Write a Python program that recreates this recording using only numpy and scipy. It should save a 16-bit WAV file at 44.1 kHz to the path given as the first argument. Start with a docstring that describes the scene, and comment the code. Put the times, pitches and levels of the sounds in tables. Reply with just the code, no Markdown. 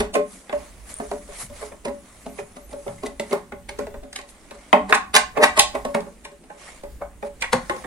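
"""Screwdriver on a bed frame

A small room, a two-port microphone close to a wooden bed frame whose bolts are turned by screwdriver.
Each slip or knock is a burst of jagged force that rings boards, rail and shaft and leaves a bright tick.
Hands slide over handle and wood as grainy noise; dying sines make steel clinks and floor bumps.
Thin wavering sines squeak in the treble; a low noise rumble wavers beneath, in steady still air.
"""
import sys
import numpy as np
from scipy import signal
from scipy.fft import rfft, irfft, next_fast_len
from scipy.io import wavfile
from scipy.ndimage import uniform_filter1d

SR = 44100
rng = np.random.default_rng(int(sys.argv[2]) if len(sys.argv) > 2 else 0)


def put_to_file(sound):
    """Save the sound as 16-bit audio at rate SR, in the file named by the first command-line argument."""
    columns = np.atleast_2d(sound).T  # one column per channel
    safe = np.clip(columns, -1, 1)
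    whole_steps = np.round(safe * 32767)
    wavfile.write(sys.argv[1], SR, whole_steps.astype(np.int16))


N = 346626

# Still air of the room: pitch_hz, relative density_db (per Hz)
AIR_SPECTRUM = [(60, -33.5), (100, -12.5), (200, 11.5), (500, 1.5), (700, -3.5), (2000, -7.5), (5000, -18),
                (9000, -8), (13000, -27.5), (16500, -42)]
# Low rumble: pitch_hz, relative density_db (per Hz)
RUMBLE_SPECTRUM = [(10, -16), (28, -10), (40, -11), (52, 0), (64, -16), (100, -19), (140, -26), (250, -50)]
# Wavering of the rumble: time_s, level_db
RUMBLE_LEVELS = [(0.0, -44), (0.46, -59.5), (0.59, -43), (1.14, -47.5), (1.42, -48), (1.52, -39.5),
                 (1.64, -48), (2.06, -52.5), (3.4, -48), (3.96, -39), (4.08, -52), (4.7, -54),
                 (5.28, -44.5), (5.82, -40.5), (6.6, -61.5), (6.92, -37), (7.15, -49), (7.53, -47),
                 (7.86, -40.5)]
# Knocks of the tip: peak_force_s, boards_db, shaft_db, tick_db, build_up_ms
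KNOCK_EVENTS = [(0.005, -17, -22.5, -24, 3.15), (0.143, -25.5, -47.5, -27.5, 4.3),
                (0.155, -14.5, -21.5, -27.5, 3.2), (0.495, -34, -32.5, -64, 0.71),
                (0.528, -21, -32, -44, 2.1), (1.001, -23.5, -48, -50, 1.8), (1.115, -22, -45, -38, 1.2),
                (1.29, -38, -60, -56, 1.2), (1.5, -40, -63, -54, 1.6), (1.628, -29.5, -39, -51, 9.9),
                (1.722, -35.5, -46, -67, 4.2), (1.854, -25.5, -34.5, -33.5, 2.9),
                (1.884, -26, -39, -44, 12), (2.265, -29.5, -51, -45, 3.5), (2.389, -29, -34.5, -54, 2.5),
                (2.569, -36.5, -48, -45, 5.8), (2.694, -48.5, -57, -55, 2), (2.732, -30, -56, -46, 7),
                (2.865, -26, -66, -64, 1.4), (2.88, -32, -40, -44, 1.3), (3.036, -24.5, -42, -41, 4.6),
                (3.066, -27, -51, -33.5, 8), (3.198, -22.5, -39.5, -27, 0.91), (3.313, -27, -47, -38, 3.7),
                (3.331, -15, -29.5, -31, 4.4), (3.522, -33, -34.5, -49.5, 1.3),
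                (3.693, -36.5, -31, -33, 2.7), (3.79, -22, -38.5, -36.5, 2.2),
                (3.869, -33, -44, -46.5, 0.88), (3.942, -35, -44.5, -54, 1.1),
                (4.036, -39.5, -53, -52, 4.6), (4.13, -49.5, -42, -35, 1.4),
                (4.162, -49, -31.5, -26.5, 2.7), (4.189, -39, -35.5, -40, 1.7), (4.215, -68, -58, -43, 1.5),
                (4.291, -84, -70, -46, 1), (4.511, -37.5, -41, -42, 2.2), (4.729, -12, -10, -30.5, 0.19),
                (4.897, -30.5, -28.5, -35, 3.1), (4.909, -26, -32, -35, 9.7),
                (4.925, -22.5, -5.5, -26, 0.52), (4.952, -32.5, -20.5, -21.5, 9.1),
                (4.978, -75, -55, -41, 1.2), (5.144, -23.5, -20, -19.5, 2.7), (5.152, -27, -16.5, -10, 1.2),
                (5.166, -27, -9, -7.5, 5.4), (5.376, -19.5, -27.5, -41, 7.2), (5.387, -35.5, -33, -45, 4.2),
                (5.427, -11, -34, -45, 14), (5.441, -30, -6, -13.5, 8.3), (5.577, -20.5, -19, -22.5, 6.1),
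                (5.596, -26, -11.5, -2, 2.8), (5.754, -19, -33, -36.5, 4.9),
                (5.851, -21.5, -31.5, -35.5, 1.5), (5.948, -17, -23.5, -31, 2.3),
                (6.006, -36.5, -47, -42, 0.66), (6.067, -37, -59, -56, 1.7), (6.253, -43, -36, -37.5, 4.7),
                (6.317, -43.5, -76, -57, 2.4), (6.44, -47.5, -63, -55, 3), (6.504, -37.5, -43, -73, 3.9),
                (6.836, -31.5, -61, -48, 1.5), (7.02, -25.5, -45, -60, 5.1),
                (7.227, -26, -37.5, -49.5, 1.5), (7.414, -43, -43, -35, 3.4), (7.424, -37, -19.5, -25, 2.3),
                (7.444, -76, -23, -45, 6), (7.532, -15.5, -14.5, -19, 3.6), (7.697, -22.5, -21, -33, 0.8),
                (7.765, -37, -60, -41, .7), (7.845, -31.5, -33.5, -77, 2.9)]
# Work stages, as grip and tightness retune the boards and change what reaches the rail:
# start_s, rail_change_db, boards_pitch_factor (no unit)
WORK_STAGES = [(0, -3.5, 1.036), (1.8, -1, 1), (3.1, -3.5, 1.003), (4.6, 3.5, 1.063), (5.7, 1, 1.001),
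               (7.3, -2.5, 0.92)]
# Modes of the boards before the stage's pitch factor: pitch_hz, relative level_db, t60_s
BOARD_MODES = [(183, -16, 0.4), (223.5, -12, 0.24), (266, -13, 0.36), (410.6, -3, 0.19), (388.4, -1, 0.11),
               (568.7, 3.5, 0.2), (652, 4.5, 0.025)]
# Modes of the rail: pitch_hz, relative level_db, t60_s
RAIL_MODES = [(740, -8.5, 0.27), (823, 3.5, 0.14), (908.4, -1, 0.12), (1063, 4.5, 0.1), (1120, -6.5, 0.27),
              (1188, -7.5, 0.018)]
# Modes of the screwdriver shaft: pitch_hz, relative level_db, t60_s
SHAFT_MODES = [(1498, -0.5, 0.18), (1548, 11.5, 0.057), (1826, 17.8, 0.038), (1905, 13, 0.065),
               (2022, 26.9, 0.013), (2327, 16, 0.025), (2490, 15, 0.025), (2830, 6, 0.03),
               (3507, 8.9, 0.024)]
# Bright tick of the tip: pitch_hz, relative density_db (per Hz)
TICK_SPECTRUM = [(1500, -18.5), (2500, 6.5), (3200, 3), (3900, 5.5), (5500, -0.5), (7600, 0.5), (9200, 3),
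                 (10200, -1), (11500, -8.5), (14000, -33), (16500, -58)]
# Blunt part of a blow on wood: pitch_hz, relative density_db (per Hz)
THUD_SPECTRUM = [(100, -28.5), (200, -1), (310, -8), (400, 0), (480, -14.5), (620, 1.5), (1000, -5.5),
                 (2000, -17), (3500, -35.5)]
# Uneven radiation towards the two ports: boards_db, rail_db, shaft_db, tick_db, thud_db
PORT_SPREAD = (2.24, 4.5, 3.5, 0.5, 2.5)
# Likeness of left and right in noises and echoes: pitch_hz, likeness (0 to 1)
PORT_LIKENESS = [(30, .85), (250, .95), (700, .75), (2000, .3), (8000, .3)]
# Balance of the ports: pitch_hz, left_above_right_db
PORT_BALANCE = [(200, -1.2), (1400, -.5), (2800, -3.4), (5600, -2), (10000, 1.7), (14000, 3.5)]
# Dying away of the room: pitch_hz, t60_s
ROOM_DECAY = [(150, 0.64), (400, 0.078), (1040, 0.3), (2760, 0.26), (7280, 0.24), (14000, 0.052)]
# Strength of the room: pitch_hz, tail_against_direct_db
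ROOM_LEVEL = [(200, -8.5), (1000, -8), (3000, -9), (9000, -9)]
# Skin waking the resonances of wood and handle: pitch_hz, relative density_db (per Hz)
HISS_SPECTRUM = [(300, -16), (600, 2.5), (850, -4.5), (1100, -1.5), (1550, -7.5), (2150, -2), (2600, -10.5),
                 (3200, -11), (5020, -12.5), (10500, -6), (14500, -44.5), (16500, -60.5)]
# Strokes of skin over handle and wood: fastest_moment_s, level_db, length_s,
# brightness_db (added to the treble, taken from the hiss below)
HAND_STROKES = [(0.347, -45.5, 0.19, 3), (0.63, -51, 0.47, -3.5), (0.911, -40, 0.099, 1.5),
                (1.025, -54.5, 0.52, -7.5), (1.14, -51, 0.59, 4), (1.343, -50, 0.16, -8.5),
                (1.568, -49.5, 0.078, -5), (1.417, -33, 0.1, 4), (1.634, -43.5, 0.23, -1.5),
                (2.217, -52.5, 1, -1), (2.394, -53.5, 0.05, -14), (2.716, -46.5, 0.02, 0),
                (2.9, -50.5, 0.57, 1.5), (3.314, -47.5, 0.22, -2), (3.81, -64.5, 0.15, -18),
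                (4.301, -58.5, 0.039, 18), (4.6, -61, 1, -11.5), (5.743, -52, 1, -2),
                (6.678, -50, 0.26, -9), (7.26, -58, 0.071, -13), (7.743, -51, 0.66, -7.3)]
# Tiny clinks of steel on steel: start_s, relative level_db, pitch_hz, t60_s
CLINK_EVENTS = [(0.9415, -18.5, 8970, 0.0069), (0.9662, -32, 9140, 0.024), (0.9774, -37, 9100, 0.026),
                (0.9858, -31.5, 9000, 0.026), (1.0695, -41, 8960, 0.019), (2.982, -46, 2070, 0.04),
                (3.061, -33.5, 2000, 0.069), (3.197, -27, 2017, 0.03), (3.322, -29, 2130, 0.037)]
# Bumps of the frame on the floor: start_s, level_db (each tone), reference pitch_hz, t60_s
BUMP_EVENTS = [(1.43, -39, 175, 0.18), (2.417, -41.5, 167, 0.16), (2.879, -41.5, 162.7, 0.62),
               (7.534, -28.5, 172, 0.2), (7.699, -42.5, 208, 0.13)]
# Thin treble squeaks, one strand a row, each a list of: time_s, pitch_hz
SQUEAK_STRANDS = [
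    [(2.15, 8800), (2.245, 9300), (2.33, 8850), (2.38, 9150), (2.41, 8900)],
    [(2.2, 12800), (2.25, 12000)],
    [(2.28, 13200), (2.32, 12500), (2.35, 11450)],
    [(2.32, 9800), (2.41, 10800), (2.44, 10600), (2.47, 8900), (2.49, 9000), (2.52, 10000), (2.59, 10400),
     (2.63, 12100), (2.66, 11900), (2.72, 9100), (2.78, 10500), (2.84, 11000), (2.865, 9200)],
]

AIR_DB, SQUEAK_DB = -53.5, -60
THUD_DB, THUD_T60_S = -9.5, 0.13  # level against the boards
RAIL_FROM_SHAFT = 0.61  # place of the rail's level on the way from boards (0) to shaft (1)
STEEL_LOW_HZ = 514  # low cut of rail and shaft, which keeps their rings thin and free of boom
CHATTER_MS, CHATTER_PER_RISE = 2.74, 0.12  # contact lasts a little longer after a slow build-up
RATTLE_DB, RATTLE_MS = -21.5, 34  # loose parts shake on after each blow
# The left lags slightly; each part of a blow gets its own small random lag.
LEFT_LAG_MS, LAG_SPREAD_MS = 0.12, 0.1
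STROKE_FALL_DB = 33.5  # level lost one length away from the fastest moment
BRIGHT_HZ = 7700  # the treble of the hiss starts here
GRIT_DB = 1.5  # unevenness of the lower hiss
EDGE_HZ = 16000  # upper band limit


def gain_of(db):
    """Decibels to an amplitude factor."""
    return 10 ** (np.asarray(db) / 20)


def evened(x):
    """Scales to rms 1."""
    return x / np.sqrt(np.mean(x ** 2) + 1e-20)


def wander(length, size):
    """Smoothed random curve of rms 1; a larger size in samples drifts more slowly."""
    return evened(uniform_filter1d(rng.standard_normal(length), size=size))


def read(points, hz):
    """Reads a table of values over pitch on a log-frequency axis."""
    f, value = np.transpose(points)
    return np.interp(np.log(hz + 1), np.log(f + 1), value)


def filtered(x, order, hz, kind):
    """Butterworth filter; kind is "high" or "low" for the band that passes."""
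    return signal.sosfilt(signal.butter(order, hz, kind, fs=SR, output="sos"), x)


def add(mix, s, sound):
    """Mixes a sound in at time s; what lies before zero is dropped."""
    at = round(s * SR)
    sound = sound[max(-at, 0):]
    part = mix[max(at, 0):][:len(sound)]
    part += sound[:len(part)]


def unlike(a, b, likeness):
    """Mixes two independent signals into one with the given likeness to the first."""
    return likeness * a + np.sqrt(1 - likeness ** 2) * b


def noise(points, patchy_db, size=512):
    """Two-port noise of the given spectrum whose level drifts in patches of time and pitch, rms 1."""
    frames, hz = N // (size // 4) + 5, np.fft.rfftfreq(size, 1 / SR)
    a, b, c, d, patches = rng.standard_normal((frames, size // 2 + 1, 5)).T
    patches = uniform_filter1d(patches, size=8, axis=0)
    patches = evened(uniform_filter1d(patches, size=12, axis=1))
    left = a + 1j * b
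    right = unlike(left, c + 1j * d, read(PORT_LIKENESS, hz)[:, None])
    level_db = read(points, hz)[:, None] + patchy_db * patches
    balance_db = np.outer([.5, -.5], read(PORT_BALANCE, hz))[..., None]
    spectrum = np.array([left, right]) * gain_of(level_db + balance_db)
    return evened(signal.istft(spectrum, nperseg=size, noverlap=size * 3 // 4)[1][:, :N])


def air():
    """Still air of the room: a soft, steady noise, strongest in the low middle."""
    return gain_of(AIR_DB) * noise(AIR_SPECTRUM, patchy_db=2, size=1024)


def rumble():
    """Low noise whose level wavers along a drawn curve."""
    level_db = np.interp(np.arange(N) / SR, *np.transpose(RUMBLE_LEVELS))
    return gain_of(level_db) * noise(RUMBLE_SPECTRUM, patchy_db=4.0, size=4096)


def ring(modes, spread, damped, near_db):
    """One dying sine a row: each mode is a close trio, flanked by well damped neighbours that thicken it."""
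    t = np.arange(SR // 3) / SR
    trio = [(hz * (1 + spread * way / 4), db, t60) for hz, db, t60 in modes for way in (-1, 0, 1)]
    near = [(hz * (1 + spread * way), db + near_db, t60 * damped)
            for hz, db, t60 in modes for way in (-1, 1)]
    return np.array([gain_of(db - 60 * t / t60) * np.sin(2 * np.pi * hz * t) for hz, db, t60 in trio + near])


def colour(points, size=512):
    """Causal (minimum-phase) impulse with the given spectrum."""
    level_db = read(points, abs(np.fft.fftfreq(size, 1 / SR)))
    log_gain = np.log(gain_of(np.maximum(level_db, -100)))
    return np.fft.ifft(np.exp(np.conj(signal.hilbert(log_gain)))).real[:size // 2]


def thud():
    """Countless small modes of the frame blur the blunt blow into a short rough tail."""
    t = np.arange(SR // 8) / SR
    tails = gain_of(-60 * t / THUD_T60_S) * rng.standard_normal((6, len(t)))
    return signal.fftconvolve(colour(THUD_SPECTRUM, size=2048)[None], tails, axes=1)


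def strike(part, envelope, spread_db):
    """Drives one part with rough force; every blow wakes its modes in new strengths, signs and balance."""
    count = len(part)
    weights = gain_of(1.46 * rng.standard_normal(count)) * rng.choice([-1, 1], count)
    tilt = gain_of(spread_db * np.outer([1, -1], rng.standard_normal(count)))
    force = envelope * rng.standard_normal(len(envelope))
    sound = signal.fftconvolve(force[None], (weights * tilt) @ part, axes=1)
    # loudest 4 ms come to rms 1
    return sound / np.sqrt(uniform_filter1d((sound ** 2).mean(0), size=180).max())


def knocks():
    """A jagged contact force swells, chatters out and rings each part at its own level."""
    boards = [ring(np.multiply(BOARD_MODES, (tune, 1, 1)).tolist(), 0.057, 0.61, near_db=-4.0)
              for _, _, tune in WORK_STAGES]
    rail = filtered(ring(RAIL_MODES, 0.065, 0.24, near_db=4.5), 2, STEEL_LOW_HZ, "high")
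    shaft = filtered(ring(SHAFT_MODES, 0.051, 0.5, near_db=8.0), 2, STEEL_LOW_HZ, "high")
    tick, blunt = colour(TICK_SPECTRUM)[None], thud()
    ms = np.arange(-SR // 20, SR // 20) * 1000 / SR  # 50 ms either side of the peak force
    out = np.zeros((2, N))
    for s, boards_db, shaft_db, tick_db, rise_ms in KNOCK_EVENTS:
        stage = sum(row[0] <= s for row in WORK_STAGES) - 1
        rail_db = boards_db + RAIL_FROM_SHAFT * (shaft_db - boards_db) + WORK_STAGES[stage][1]
        parts = (boards[stage], rail, shaft, tick, blunt)
        levels_db = (boards_db, rail_db, shaft_db, tick_db, boards_db + THUD_DB)
        chatter_ms = CHATTER_MS + CHATTER_PER_RISE * rise_ms
        contact = np.exp(np.where(ms < 0, ms / rise_ms, -ms / chatter_ms))
        rattle = (ms > 0) * gain_of(RATTLE_DB) * np.exp(-abs(ms) / RATTLE_MS)
        jags = gain_of(2 * rng.exponential(1, len(ms)))  # uneven micro-impacts
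        for part, db, spread_db in zip(parts, levels_db, PORT_SPREAD):
            left, right = gain_of(db) * strike(part, (contact + rattle) * jags, spread_db)
            lag_ms = LEFT_LAG_MS + LAG_SPREAD_MS * rng.standard_normal()
            add(out[0], s - 1 / 20 + lag_ms / 1000, left)
            add(out[1], s - 1 / 20, right)
    return filtered(out, 4, 150, "high")  # low cut keeps the knocks free of boom


def room(x):
    """Sparse random echoes follow the direct sound and die band by band; the ports are balanced."""
    taps, size = np.zeros((2, SR // 2)), next_fast_len(N + SR)
    # one echo in every 20 samples, from 200 samples on
    at = np.arange(200, SR // 2 - 20, 20) + rng.integers(0, 20, (2, (SR // 2 - 201) // 20))
    np.put_along_axis(taps, at, rng.choice([-1., 1.], at.shape), 1)
    hz, t, bands = signal.stft(taps, SR, nperseg=256)
    t60 = read(ROOM_DECAY, hz)[:, None]
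    bands = bands * gain_of(-60 * t / t60) / np.sqrt(t60)  # equal energy in all bands
    tail = signal.istft(bands, SR, nperseg=256)[1]
    hz = np.fft.rfftfreq(size, 1 / SR)
    left, other = rfft(tail / np.linalg.norm(tail[0]), size)
    right = unlike(left, other, read(PORT_LIKENESS, hz))
    echoes = gain_of(read(ROOM_LEVEL, hz)) * np.array([left, right])
    ports = gain_of(np.outer([1, -1], read(PORT_BALANCE, hz) / 2))
    return irfft(rfft(x, size) * (1 + echoes) * ports, size)[:, :N]


def hands():
    """Skin catches and slips: grainy hiss in strokes that swell and fade, brighter or duller by stroke."""
    t = np.arange(N) / SR
    grain = evened(gain_of(0.57 * wander(N, 120)))
    hiss = grain * noise(HISS_SPECTRUM, patchy_db=2)
    treble = filtered(hiss, 2, BRIGHT_HZ, "high")
    body = filtered(hiss, 2, BRIGHT_HZ, "low")
    body = body * evened(gain_of(GRIT_DB * wander(N, 300)))
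    slow = t[::64]  # strokes change slowly, so a coarse time axis is enough
    body_power, treble_power = np.zeros((2, len(slow)))
    for s, db, length, bright_db in HAND_STROKES:
        stroke_db = db - STROKE_FALL_DB * (abs(slow - s) / length) ** 1.445
        body_power += gain_of(stroke_db - bright_db) ** 2
        treble_power += gain_of(stroke_db + bright_db) ** 2
    body_level = np.interp(t, slow, np.sqrt(body_power))
    treble_level = np.interp(t, slow, np.sqrt(treble_power))
    return body_level * body - treble_level * treble  # the minus keeps the bands in phase where they meet


def clinks():
    """Steel on steel: short rings of one dying sine each, with a soft onset."""
    out, t = np.zeros(N), np.arange(SR // 10) / SR
    for s, db, hz, t60 in CLINK_EVENTS:
        level = 1.7 * gain_of(db - 60 * t / t60) * (1 - np.exp(-t / 0.00031))
        add(out, s, level * np.sin(2 * np.pi * hz * t))
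    return out


def bumps():
    """The frame bumps the floor: low, soft-edged thumps of four tones around the reference pitch."""
    out, t = np.zeros(N), np.arange(SR // 2) / SR
    for s, db, hz, t60 in BUMP_EVENTS:
        tones = sum(np.sin(2 * np.pi * (hz * ratio * t + rng.random())) for ratio in (.65, .85, 1.05, 1.3))
        add(out, s, gain_of(db - 60 * t / t60) * (1 - np.exp(-t / 0.0035)) * tones)
    return out


def squeak():
    """Faint sines glide along each strand, unsteady in pitch and flickering in level."""
    out = np.zeros(N)
    for strand in SQUEAK_STRANDS:
        s, hz = np.transpose(strand)
        t = np.arange(s[0], s[-1], 1 / SR)
        wobble, flicker = wander(len(t), 400), wander(len(t), 400)
        turns = np.cumsum(np.interp(t, s, hz) * (1 + .006 * wobble)) / SR
        edges = np.clip(np.minimum(t - s[0], s[-1] - t) / .02, 0, 1)  # 20 ms fades
        add(out, s[0], edges * gain_of(SQUEAK_DB + 3.5 * flicker) * np.sin(2 * np.pi * turns))
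    return out


def scene():
    """Knocks, clinks and squeaks sound in the room; air, rumble, hands and bumps are added without echoes."""
    in_room = room(knocks() + clinks() + squeak())
    return air() + rumble() + in_room + hands() + bumps()


def record(dry):
    """Flattens what exceeds full scale, then limits the band."""
    flat = np.clip(dry, -1, 1)
    low_pass = signal.firwin(511, EDGE_HZ, window=("kaiser", 9), fs=SR)
    return signal.oaconvolve(flat, low_pass[None], "same")


dry = scene()
out = record(dry)
put_to_file(out)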